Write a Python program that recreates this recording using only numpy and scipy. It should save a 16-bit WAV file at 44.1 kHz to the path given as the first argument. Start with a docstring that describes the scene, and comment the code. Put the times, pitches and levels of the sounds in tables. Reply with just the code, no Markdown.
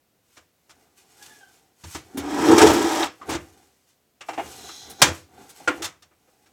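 """Steel computer case on a workbench

In a small room, cables rustle and tick against a steel case, with a few faint squeaks. The case is
dragged over the wooden bench: its feet stick and slip, so the side panel drones and the frame rattles.
A circuit board is set down and nudged along, then the case is grabbed with a loud clank and lifted away.
Knocks are bursts of noise and ringing tones; rubbing sounds are made of many tiny random slips."""
import sys
import numpy as np
from scipy import signal
from scipy.fft import rfft, irfft, next_fast_len
from scipy.io import wavfile
from scipy.ndimage import uniform_filter1d, map_coordinates

SR = 44100
rng = np.random.default_rng(int(sys.argv[2]) if len(sys.argv) > 2 else 0)


def persist_wave(psi):
    """Save psi, clipped to +-1, as 16-bit WAV."""
    counts = np.round(np.clip(psi, -1, 1) * 32767).astype(np.int16)
    wavfile.write(sys.argv[1], SR, np.atleast_2d(counts).T)


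N = 287532

# Levels are relative: each function also sets the loudness of its own layers.
# dragging the case (time [s], drone level [dB], scrape level [dB])
DRAG_LEVELS = [(2.225, -35, -39.5), (2.461, -16, -22), (2.521, -6, -19.5), (2.553, -11, -23),
               (2.615, -12, -14), (2.647, -4, -17.5), (2.679, -16.5, -18.5), (2.805, -22.5, -25.5),
               (3.043, -30, -24.5), (3.11, -61, -59)]
# the drone climbs as the pull builds (time [s], pitch [share of the panel's own])
DRONE_PITCH = [(2.14, 0.82), (2.3, 0.88), (2.45, 1)]
# the feet catch and let go (time [s], level [dB])
FOOT_SLIPS = [(2.146, -27), (2.176, -21.5), (2.429, -16.5), (2.49, -12), (2.508, -12.5), (2.524, -9.5),
              (2.574, -9), (2.636, -3.5), (2.766, -14), (2.8, -14.5), (2.843, -16.5), (2.995, -18.5),
              (5.761, -48), (5.803, -31.5)]
# the case bumps the bench (time [s], level [dB], thud level [dB], hardness [dB/octave], length [s])
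CASE_BUMPS = [(1.836, -40.5, -43, 1.5, 0.01), (1.947, -29, -39.5, 0.4, .005),
              (2.171, -33, -41.5, -0.5, 0.035), (2.579, -13, -40, 1, 0.0075),
              (2.615, -11, -27.5, -0.5, 0.0091), (2.668, -19, -29, 2, 0.0049),
              (2.698, -16.5, -30, -4.5, 0.0091), (3.291, -25.5, -43, -0.9, 0.05),
              (3.345, -27, -34.5, -0.5, 0.012), (5.046, -27, -34.5, -0.2, 0.047)]
# hollow knocks of board, case and hands
# (time [s], level [dB], hardness [dB/octave], hollowness [dB], note [Hz], length [s])
HOLLOW_KNOCKS = [(3.027, -22.5, -0.5, -4, 3800, .006), (3.213, -45, 0, 5, 1160, 0.022),
                 (4.207, -38, 3.5, -8, 2760, 0.012), (4.285, -29.5, 0, 1, 800, 0.011),
                 (4.331, -37.5, 2, -7, 824, 0.014), (4.376, -29.5, -3, 3.5, 766, 0.027),
                 (4.688, -39.5, 0, -7.5, 1260, 0.0058), (5.6, -57, -1, 9, 730, 0.011),
                 (5.675, -15, -0.5, -2.5, 1390, 0.0085), (6.109, -62.5, -2.5, -9.5, 1218, .026),
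                 (6.274, -63, -2, -4.5, 520, 0.021)]
# hard parts hit the steel (time [s], level [dB], hardness [dB/octave], length [s])
STEEL_HITS = [(0.367, -46.5, -2.5, .016), (0.693, -50, -1, 0.023), (1.224, -53, 4, .006),
              (1.259, -50, 2, .005), (5.017, -5, -0.5, 0.0064), (5.82, -30, 0, .012),
              (5.839, -29.5, 0.66, 0.02), (6.022, -51, 0, 0.0074), (6.458, -59, -2, 0.01676)]
# plastic plugs and wires tick (time [s], level [dB], length [s])
PLUG_TICKS = [(2.172, -37.5, .013), (2.73, -35.5, .008), (2.925, -42, .008), (3.29, -43, .02),
              (4.897, -44.5, 0.018), (5.492, -53, 0.019)]
# movements that swell and fade (peak time [s], level [dB], rise [s], fade [s])
HAND_GRIPS = [(.78, -63, 0.12, 0.24), (1.3, -58.5, 0.51, 0.66), (2.28, -37, 0.22, 0.18),
              (3.24, -44, 0.056, 0.1), (3.295, -28, 0.024, 0.032), (3.46, -55, 0.069, 0.34),
              (4.45, -44, 0.15, .13), (4.66, -46.5, 0.3, 0.13), (4.91, -45, .2, 0.1),
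              (5.01, -34, .025, 0.022), (5.385, -47.5, 0.13, 0.23), (5.62, -48.5, 0.052, .08),
              (5.79, -42, 0.05, 0.075), (6.4, -65.5, 0.49, 0.42)]  # hands shift on case and board
CABLE_BRUSHES = [(.34, -66, 0.13, 0.12), (.8, -72.5, 0.36, 0.23), (.98, -58.5, 0.02, 0.057),
                 (1.26, -56.5, .26, 0.28), (1.54, -66.5, 0.095, .18), (1.935, -47, 0.1324, 0.097),
                 (2.165, -63, 0.21, 0.055), (3.12, -65, 0.041, 0.29), (3.29, -55, .04, .04),
                 (3.4, -63.5, .05, 0.58), (3.886, -71.5, .02, 0.058), (4.29, -56.5, 0.037, 0.052),
                 (4.5, -50, 0.22, .6), (5.15, -51.5, 0.07, 0.091), (5.43, -59, 0.14, 0.074),
                 (5.5, -52.5, .025, 0.029), (5.57, -56, 0.047, .3), (5.76, -60, 0.065, 0.12),
                 (6.4, -73, 0.51, 0.405)]  # cables and sleeves brush the metal; the row at 4.5 s is the board hissing as it slides on the bench
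BOARD_PUSHES = [(4.72, -38.5, 0.26, .36), (5.005, -39.5, .025, .02)]  # the board slides on the bench
# faint squeaks (peak time [s], level [dB], rise [s], fade [s], pitch [Hz])
FAINT_SQUEAKS = [(1.226, -47, 0.042, 0.019, 1637), (1.312, -47, 0.042, 0.095, 1716),
                 (1.435, -47.5, 0.049, 0.084, 1575)]

# the side panel's natural tones (frequency [Hz], level [dB], time to fade 60 dB when free [s])
PANEL_TONES = [(255, -15, 0.11), (301.7, -4, 0.17), (332.3, 0.5, 0.36), (389.3, -15, 0.04),
               (411.5, -12, 0.27), (429, -9, .3), (486.7, -15, .35)]
# where other parts ring (frequency [Hz], width [Hz], level [dB])
FRAME_TONES = [(583, 15, 0), (692, 27, -1.5), (721, 87, 3), (833, 29, 2), (890, 36, -3.5), (977, 48, -1.5),
               (1199, 87, -9.5), (1314, 39, -3), (1684, 68, -7.5), (1970, 65, -12.5), (2255, 13, -19)]  # the case's frame
STEEL_TONES = [(2942, 50, -6.5), (3177, 69, 1.5), (3420, 120, -3), (3630, 32, 3), (5540, 540, 7.5),
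               (6070, 13, 0), (6520, 56, -6.5), (6575, 46, -4.5), (7140, 27, -3.5), (8570, 43, 1)]  # thin steel sheet
BOARD_TONES = [(3240, 95, 2), (3330, 260, -1), (4000, 160, 1.5), (5220, 340, -6), (5900, 590, -7.5),
               (6700, 360, -5.5)]  # the board's edge
# tone colours of the noises (frequency [Hz], level [dB])
SCRAPE_COLOUR = [(29, -59.5), (50, -38), (75, -21.5), (218, -13), (324, -14.5), (377, -9.5), (532, -29),
                 (904, -17.5), (1060, -17), (1210, -18.5), (3000, -41.5), (3900, -65), (6600, -120)]  # the wooden bench under the case
GRIT_COLOUR = [(1290, -27), (2200, -5), (2520, -9), (2670, -11), (3220, -2.5), (4620, -8), (5420, -9.5),
               (6580, -7), (7470, -5.5), (8480, -10.5), (11200, -17.5), (13500, -17), (16500, -29.5)]  # gritty catches
THUD_COLOUR = [(35, -39.5), (55, -28), (72, -0.5), (85, 2.5), (110, -7), (150, -6.5), (200, -14),
               (500, -59)]  # struck bench
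PANEL_COLOUR = [(140, -44), (240, -12.5), (315, 0.5), (400, -9), (500, -13), (650, -12), (1300, -49)]  # struck panel
CLACK_COLOUR = [(350, -35.5), (580, -5.5), (800, -2.5), (1100, -2), (1500, -2.5), (2400, -6), (3300, -12),
                (6000, -42)]  # struck frame
CLINK_COLOUR = [(1500, -43), (2700, -2.5), (3500, 1), (4600, -0.5), (6000, 1.5), (7600, 0), (9500, -13.5),
                (13000, -33)]  # struck steel
TICK_COLOUR = [(6000, -33.5), (9000, -2), (12000, -6), (15000, -10), (17000, -18)]  # the sharp top of a hit
RUB_COLOUR = [(35, -41), (60, 1), (198, -7.5), (342, 2), (469, -2.5), (643, -7.5), (794, -3), (981, -13.5),
              (1280, -10.5), (2160, -17), (2920, -27), (4000, -22.5), (5200, -40.5), (8800, -120)]  # hands
CLOTH_COLOUR = [(530, -27.5), (900, -8), (1960, -7.5), (4950, -8.5), (6790, -5.5), (8660, -8),
                (10100, -11.5), (12300, -10.5), (16500, -19)]  # cables and sleeves
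ROOM_COLOUR = [(12, -32), (20, -2.5), (32, -19), (71, -6), (521, -9.5), (599, -12), (772, -11.5),
               (839, -16.5), (12800, -25), (14300, -19.5), (16500, -26)]  # the quiet room
# the room's echo (frequency [Hz], time to fade 60 dB [s])
ECHO_TIMES = [(80, 0.32), (300, 0.052), (1000, 0.17), (5000, 0.24), (13000, 0.041)]
# each kind of hit has five voices (panel [dB], clack [dB], hollow note [dB], clink [dB], tick [dB])
BUMP_VOICES = (-2, -3.5, -12.5, -4.5, -21)
KNOCK_VOICES = (-6.5, -1.5, -1, -12, -40.5)
CLINK_VOICES = (-13.5, -2, -19.5, 1, -10)
TICK_VOICES = (-8.5, -5.5, -18, 0.5, 2)
# where those five voices lie (distance above the clack [octaves])
VOICE_HEIGHTS = (-2, 0, 0, 2, 3)

GRIT_DB, GRIT_GROWS_DB_PER_S = -6, 5.5  # grit against the scrape in mid-drag, and its growth
STROKE_DB, STROKE_SHAPE = 20.5, 1.4  # a movement's rise and fade times each cover STROKE_DB
SQUEAK_SAG_HZ_PER_S, SQUEAK_RASP = 580, 0.0221
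ROOM_NOISE_DB, TOP_HZ = -68.5, 16950
BURST_SAMPLES = SR * 5 // 8


def drag():
    """The case dragged on wood groans, rattles its frame and sends gritty catches through the steel."""
    drone_gain, scrape_gain = gains(DRAG_LEVELS)
    scrape_gain *= amp(-2)
    from_middle = np.arange(N) / SR - (DRAG_LEVELS[0][0] + DRAG_LEVELS[-1][0]) / 2
    grit_gain = scrape_gain * amp(GRIT_DB + GRIT_GROWS_DB_PER_S * from_middle)
    frame = resonate(slips(1800, 3.5), FRAME_TONES)
    rasp_colour = [(350, -27), (600, 1.5), (1300, -3), (2200, -7), (3000, -13), (5000, -39)]
    rattle = unit(frame + amp(-1.5) * coloured(slips(2500, 4), rasp_colour))
    bench = coloured(slips(900, 3), SCRAPE_COLOUR)
    catches = unit(amp(1.9 * wobble(110)))
    grains = coloured(slips(3500, 4), GRIT_COLOUR) * catches
    steel = resonate(coloured(slips(1500, 2.4), GRIT_COLOUR), STEEL_TONES)
    grit = unit(grains + amp(-4.5) * steel)
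    scraping = scrape_gain * rattle + amp(-14.5) * drone_gain * bench + grit_gain * grit
    return amp(-2) * drone_gain * groan() + in_room(scraping, wet_db=-8)


def groan():
    """The feet stick and slip in step with the panel's main tone, while stray slips stir its others."""
    pitch = np.interp(np.arange(N) / SR, *np.transpose(DRONE_PITCH))
    # a tone that rings longer is narrower
    tones = [(hz, np.log(1000) / np.pi / t60 * 1.2, db) for hz, db, t60 in PANEL_TONES]
    panel = resonate(slips(500, 6.5), tones)
    panel = coloured(panel, [(150, -28.5), (270, -3.5), (450, 0), (1200, -27)])
    # friction keeps feeding the panel, which evens out its swing
    power = np.abs(uniform_filter1d(panel ** 2, size=900))
    panel = unit(panel / np.sqrt(power + .08))
    panel = map_coordinates(panel, [np.cumsum(pitch)], order=1)  # read slower to sound lower
    slip_hz = 330 * pitch * (1 + 0.02 * wobble(45))
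    slip_tone = unit(np.sin(2 * np.pi * np.cumsum(slip_hz) / SR) * amp(1.8 * wobble(40)))
    return unit(panel + amp(-4.5) * slip_tone)


def judders():
    """A foot lets go: the panel swings with its low tones and the bench thumps."""
    out, t = np.zeros(N), np.arange(SR // 2) / SR
    for s, db in FOOT_SLIPS:
        pitch = np.interp(s, *np.transpose(DRONE_PITCH))
        swing = sum(amp(level + rng.normal(0, 0.88) - 60 * t / t60) * np.sin(2 * np.pi * hz * pitch * t)
                    for hz, level, t60 in PANEL_TONES)
        swing *= (1 - np.exp(-t / 0.012)) * np.exp(-t / 0.023)  # the hands damp the panel
        add(out, s, amp(db) * swing / np.abs(swing).max())
        thud = contact(burst(THUD_COLOUR), 0.0051, fast=0.064, slow=0.46, slow_db=-11, rise=0.0025)
        add(out, s, amp(db - 32.5) * thud)
    return out


def knocks():
    """Bumps, hollow knocks, clinks and ticks all ring the same case and bench, each in its own mix."""
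    out = np.zeros(N)
    for s, db, thud_db, hardness, length in CASE_BUMPS:
        add(out, s, strike(BUMP_VOICES, db, thud_db, length, hardness, note_hz=900))
    for s, db, hardness, hollow_db, note_hz, length in HOLLOW_KNOCKS:
        add(out, s, strike(KNOCK_VOICES, db, db - 27, length, hardness, note_hz, hollow_db))
    for s, db, hardness, length in STEEL_HITS:
        add(out, s, strike(CLINK_VOICES, db, db - 19, length, hardness, note_hz=1360))
    for s, db, length in PLUG_TICKS:
        add(out, s, strike(TICK_VOICES, db, db - 12.5, length, hardness=0, note_hz=3250))
    # within a hit the parts touch many times, so its level jumps about
    return out * unit(amp(0.3 * wobble(450)))


def strike(voices, db, thud_db, length, hardness, note_hz, hollow_db=0):
    """One hit thumps the bench and rings panel, frame, steel and a hollow note; harder is brighter."""
    levels = db + np.array(voices) + hardness * np.array(VOICE_HEIGHTS)
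    panel_db, clack_db, note_db, clink_db, tick_db = levels
    clack_tones = [(1215, 0.7), (1795, 0), (2020, -2), (2335, -0.78), (2760, -1.6)]
    clink_tones = [(hz, level) for hz, _, level in STEEL_TONES]
    panel = burst(PANEL_COLOUR) + amp(-3.5) * ringing([(331, 0), (495, -4.5)], spread_db=5, detune=.015)
    frame = burst(CLACK_COLOUR) + amp(-8.5) * ringing(clack_tones, spread_db=4, detune=0.022)
    steel = burst(CLINK_COLOUR) + amp(-8) * ringing(clink_tones, spread_db=7.5, detune=0.016)
    note = burst([(note_hz / 2, -25), (note_hz, 0), (note_hz * 2, -25)])
    note = resonate(note, [(note_hz, 0.17 * note_hz, 0)])
    thud, tick = burst(THUD_COLOUR), burst(TICK_COLOUR)
    return (
        amp(thud_db - 2.5) * contact(thud, length, fast=.09, slow=.4, slow_db=5, rise=.001)
        + amp(panel_db - 5.5) * contact(panel, length, fast=.15, slow=.4, slow_db=-6, rise=.0018)
        + amp(clack_db - 4.5) * contact(frame, length, fast=.087, slow=.27, slow_db=-1, rise=.00093)
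        + amp(note_db + hollow_db) * contact(note, length, fast=.056, slow=.16, slow_db=-9.5, rise=.00089)
        + amp(clink_db - 4) * contact(steel, length, fast=.061, slow=.23, slow_db=-10.5, rise=.0021)
        + amp(tick_db - 3.5) * contact(tick, length, fast=.035, slow=.14, slow_db=-3, rise=.0014))


def contact(sound, length, fast, slow, slow_db, rise):
    """A hit holds while the parts chatter, then drops and lingers (fast, slow: seconds to fade 60 dB)."""
    t = np.arange(len(sound)) / SR
    after = np.maximum(t - length, 0)
    swell = 1 - np.exp(-t / (rise * (1 + (length / 0.047) ** 2)))  # long, sliding contacts start softly
    fade = amp(-60 * after / fast) + amp(slow_db - 60 * after / slow)
    ring = sound * swell * fade
    return ring / np.sqrt(np.mean(ring[t < length + .01] ** 2))


def hand_rubs():
    """Hands slip on case and board with a low, uneven rub."""
    return strokes(HAND_GRIPS) * coloured(slips(1200, 3), RUB_COLOUR) * amp(.6 * wobble(21))


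def cable_rustle():
    """Cables and sleeves brush the metal, and the board hisses as it slides: dense slips hiss, sparse ones
    crinkle."""
    hiss = coloured(slips(2800, 2.3), CLOTH_COLOUR)
    crinkle = coloured(slips(76, 4.4), CLOTH_COLOUR)
    return strokes(CABLE_BRUSHES) * unit(hiss + amp(-9) * crinkle) * amp(1.1 * wobble(52))


def board_slide():
    """The circuit board slides on its edge, which rings and hisses."""
    edge = resonate(slips(5000, 3.9), BOARD_TONES)
    hiss = coloured(slips(4900, 5), CLOTH_COLOUR)
    return strokes(BOARD_PUSHES) * (edge + amp(-10.5) * hiss)


def squeaks():
    """Thin, raspy squeaks that sag in pitch, with weaker tones an octave below and above."""
    out = np.zeros(N)
    for s, db, rise, fade, hz in FAINT_SQUEAKS:
        sagging_hz = hz - SQUEAK_SAG_HZ_PER_S * (np.arange(N) / SR - s)
        raspy_hz = sagging_hz * (1 + SQUEAK_RASP * wobble(260))
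        phase = 2 * np.pi * np.cumsum(raspy_hz) / SR
        tone = np.sin(phase) + amp(-9) * np.sin(phase / 2) + amp(-11) * np.sin(2 * phase)
        out += stroke(s, db, rise, fade) * unit(tone * amp(3.5 * wobble(120)))
    return in_room(amp(-4.5) * out, wet_db=-8)


def in_room(x, wet_db):
    """Add the room's echo, in which each frequency dies at its own speed; the power stays the same."""
    hz, t, noise = signal.stft(rng.standard_normal(SR * 3 // 4), SR, nperseg=256)
    fade = amp(-60 * t / along(ECHO_TIMES, hz)[:, None])
    tail = signal.istft(noise * fade, SR, nperseg=256)[1]
    echo = signal.fftconvolve(x, tail / np.linalg.norm(tail))[:N]
    return (x + amp(wet_db) * echo) / np.hypot(1, amp(wet_db))


def room_noise():
    """The faint, steady rumble and hiss of the room."""
    return amp(ROOM_NOISE_DB) * coloured(rng.standard_normal(N), ROOM_COLOUR)


def slips(rate, spread_db):
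    """Tiny random slips of rough surfaces, about rate of them a second."""
    happens = rng.random(N) < rate / SR
    direction = rng.choice([-1, 1], N)
    size = amp(spread_db * np.clip(rng.standard_normal(N), -2, 2))
    return unit(happens * direction * size)


def ringing(tones, spread_db, detune):
    """Tones (frequency [Hz], level [dB]); each grip and point of contact shifts pitch and level anew."""
    t = np.arange(BURST_SAMPLES) / SR
    out = np.zeros(BURST_SAMPLES)
    for hz, db in tones:
        gain = amp(db + rng.normal(0, spread_db))
        bent_hz = hz * (1 + detune * rng.standard_normal())
        out += gain * np.sin(2 * np.pi * (bent_hz * t + rng.random()))
    return unit(out)


def burst(colour):
    """A fresh short stretch of coloured noise."""
    return coloured(rng.standard_normal(BURST_SAMPLES), colour)


def stroke(s, db, rise, fade):
    """The gain of one movement that swells to its peak at time s and fades."""
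    t = np.arange(N) / SR - s
    from_peak = np.minimum(np.maximum(-t / rise, t / fade), 10)
    return amp(db - STROKE_DB * from_peak ** STROKE_SHAPE)


def strokes(rows):
    """The gain of a series of movements."""
    return sum(stroke(*row) for row in rows)


def gains(rows):
    """A gain curve for each dB column, fading out beyond the rows."""
    s, *columns = np.transpose(rows)
    times = np.r_[s[0] - .03, s, s[-1] + .06]
    return [amp(np.interp(np.arange(N) / SR, times, np.r_[-120, db, -120])) for db in columns]


def wobble(rate):
    """A smooth curve through rate random points a second."""
    return map_coordinates(rng.standard_normal(int(N * rate / SR) + 4), [np.arange(N) * rate / SR])


def resonate(x, tones):
    """Let x ring at tones (frequency [Hz], width [Hz], level [dB]), scaled to strength 1."""
    def response(f):
        return sum((-1) ** k * amp(db) * 1j * f * width / (hz * hz - f * f + 1j * f * width)
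                   for k, (hz, width, db) in enumerate(tones))
    return unit(filtered(x, response))


def coloured(x, colour):
    """Give x a tone colour (frequency [Hz], level [dB]), scaled to strength 1."""
    return unit(filtered(x, lambda hz: amp(along(colour, hz))))


def filtered(x, response):
    """Multiply each frequency in x by response(frequency)."""
    size = next_fast_len(len(x) + 8192)
    return irfft(rfft(x, size) * response(np.fft.rfftfreq(size, 1 / SR)), size)[:len(x)]


def along(points, hz):
    """Read between (frequency [Hz], value) points on a log frequency axis."""
    freqs, values = np.transpose(points)
    return np.interp(np.log(hz + 1), np.log(freqs + 1), values)


def add(track, s, sound):
    """Mix a sound into the track at time s."""
    part = track[round(s * SR):][:len(sound)]
    part += sound[:len(part)]


def amp(db):
    """Turn decibels into a gain (a multiplier)."""
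    return 10 ** (np.asarray(db) / 20)


def unit(x):
    """Scale x to an average strength (rms) of 1."""
    return x / np.sqrt(np.mean(x ** 2) + 1e-20)


def scene():
    """Everything on the bench over the quiet room, in one channel."""
    background = room_noise()
    case = knocks() + judders() + drag()
    handling = amp(-2) * hand_rubs() + amp(3.5) * cable_rustle() + amp(-5.5) * board_slide()
    return (case + in_room(handling, wet_db=-0.5) + squeaks() + background)[None]


def record(dry):
    """The small microphone loses deep bass and top treble, and flattens the loudest blows."""
    heard = signal.sosfilt(signal.butter(2, 45, "highpass", fs=SR, output="sos"), dry[0])
    clipped = heard / (1 + np.abs(heard) ** 12) ** (1 / 12)
    treble_loss = [(13000, 0), (16500, -1.5)]
    return filtered(clipped, lambda hz: amp(along(treble_loss, hz)) * (hz < TOP_HZ))[None]


dry = scene()
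out = record(dry)
persist_wave(out)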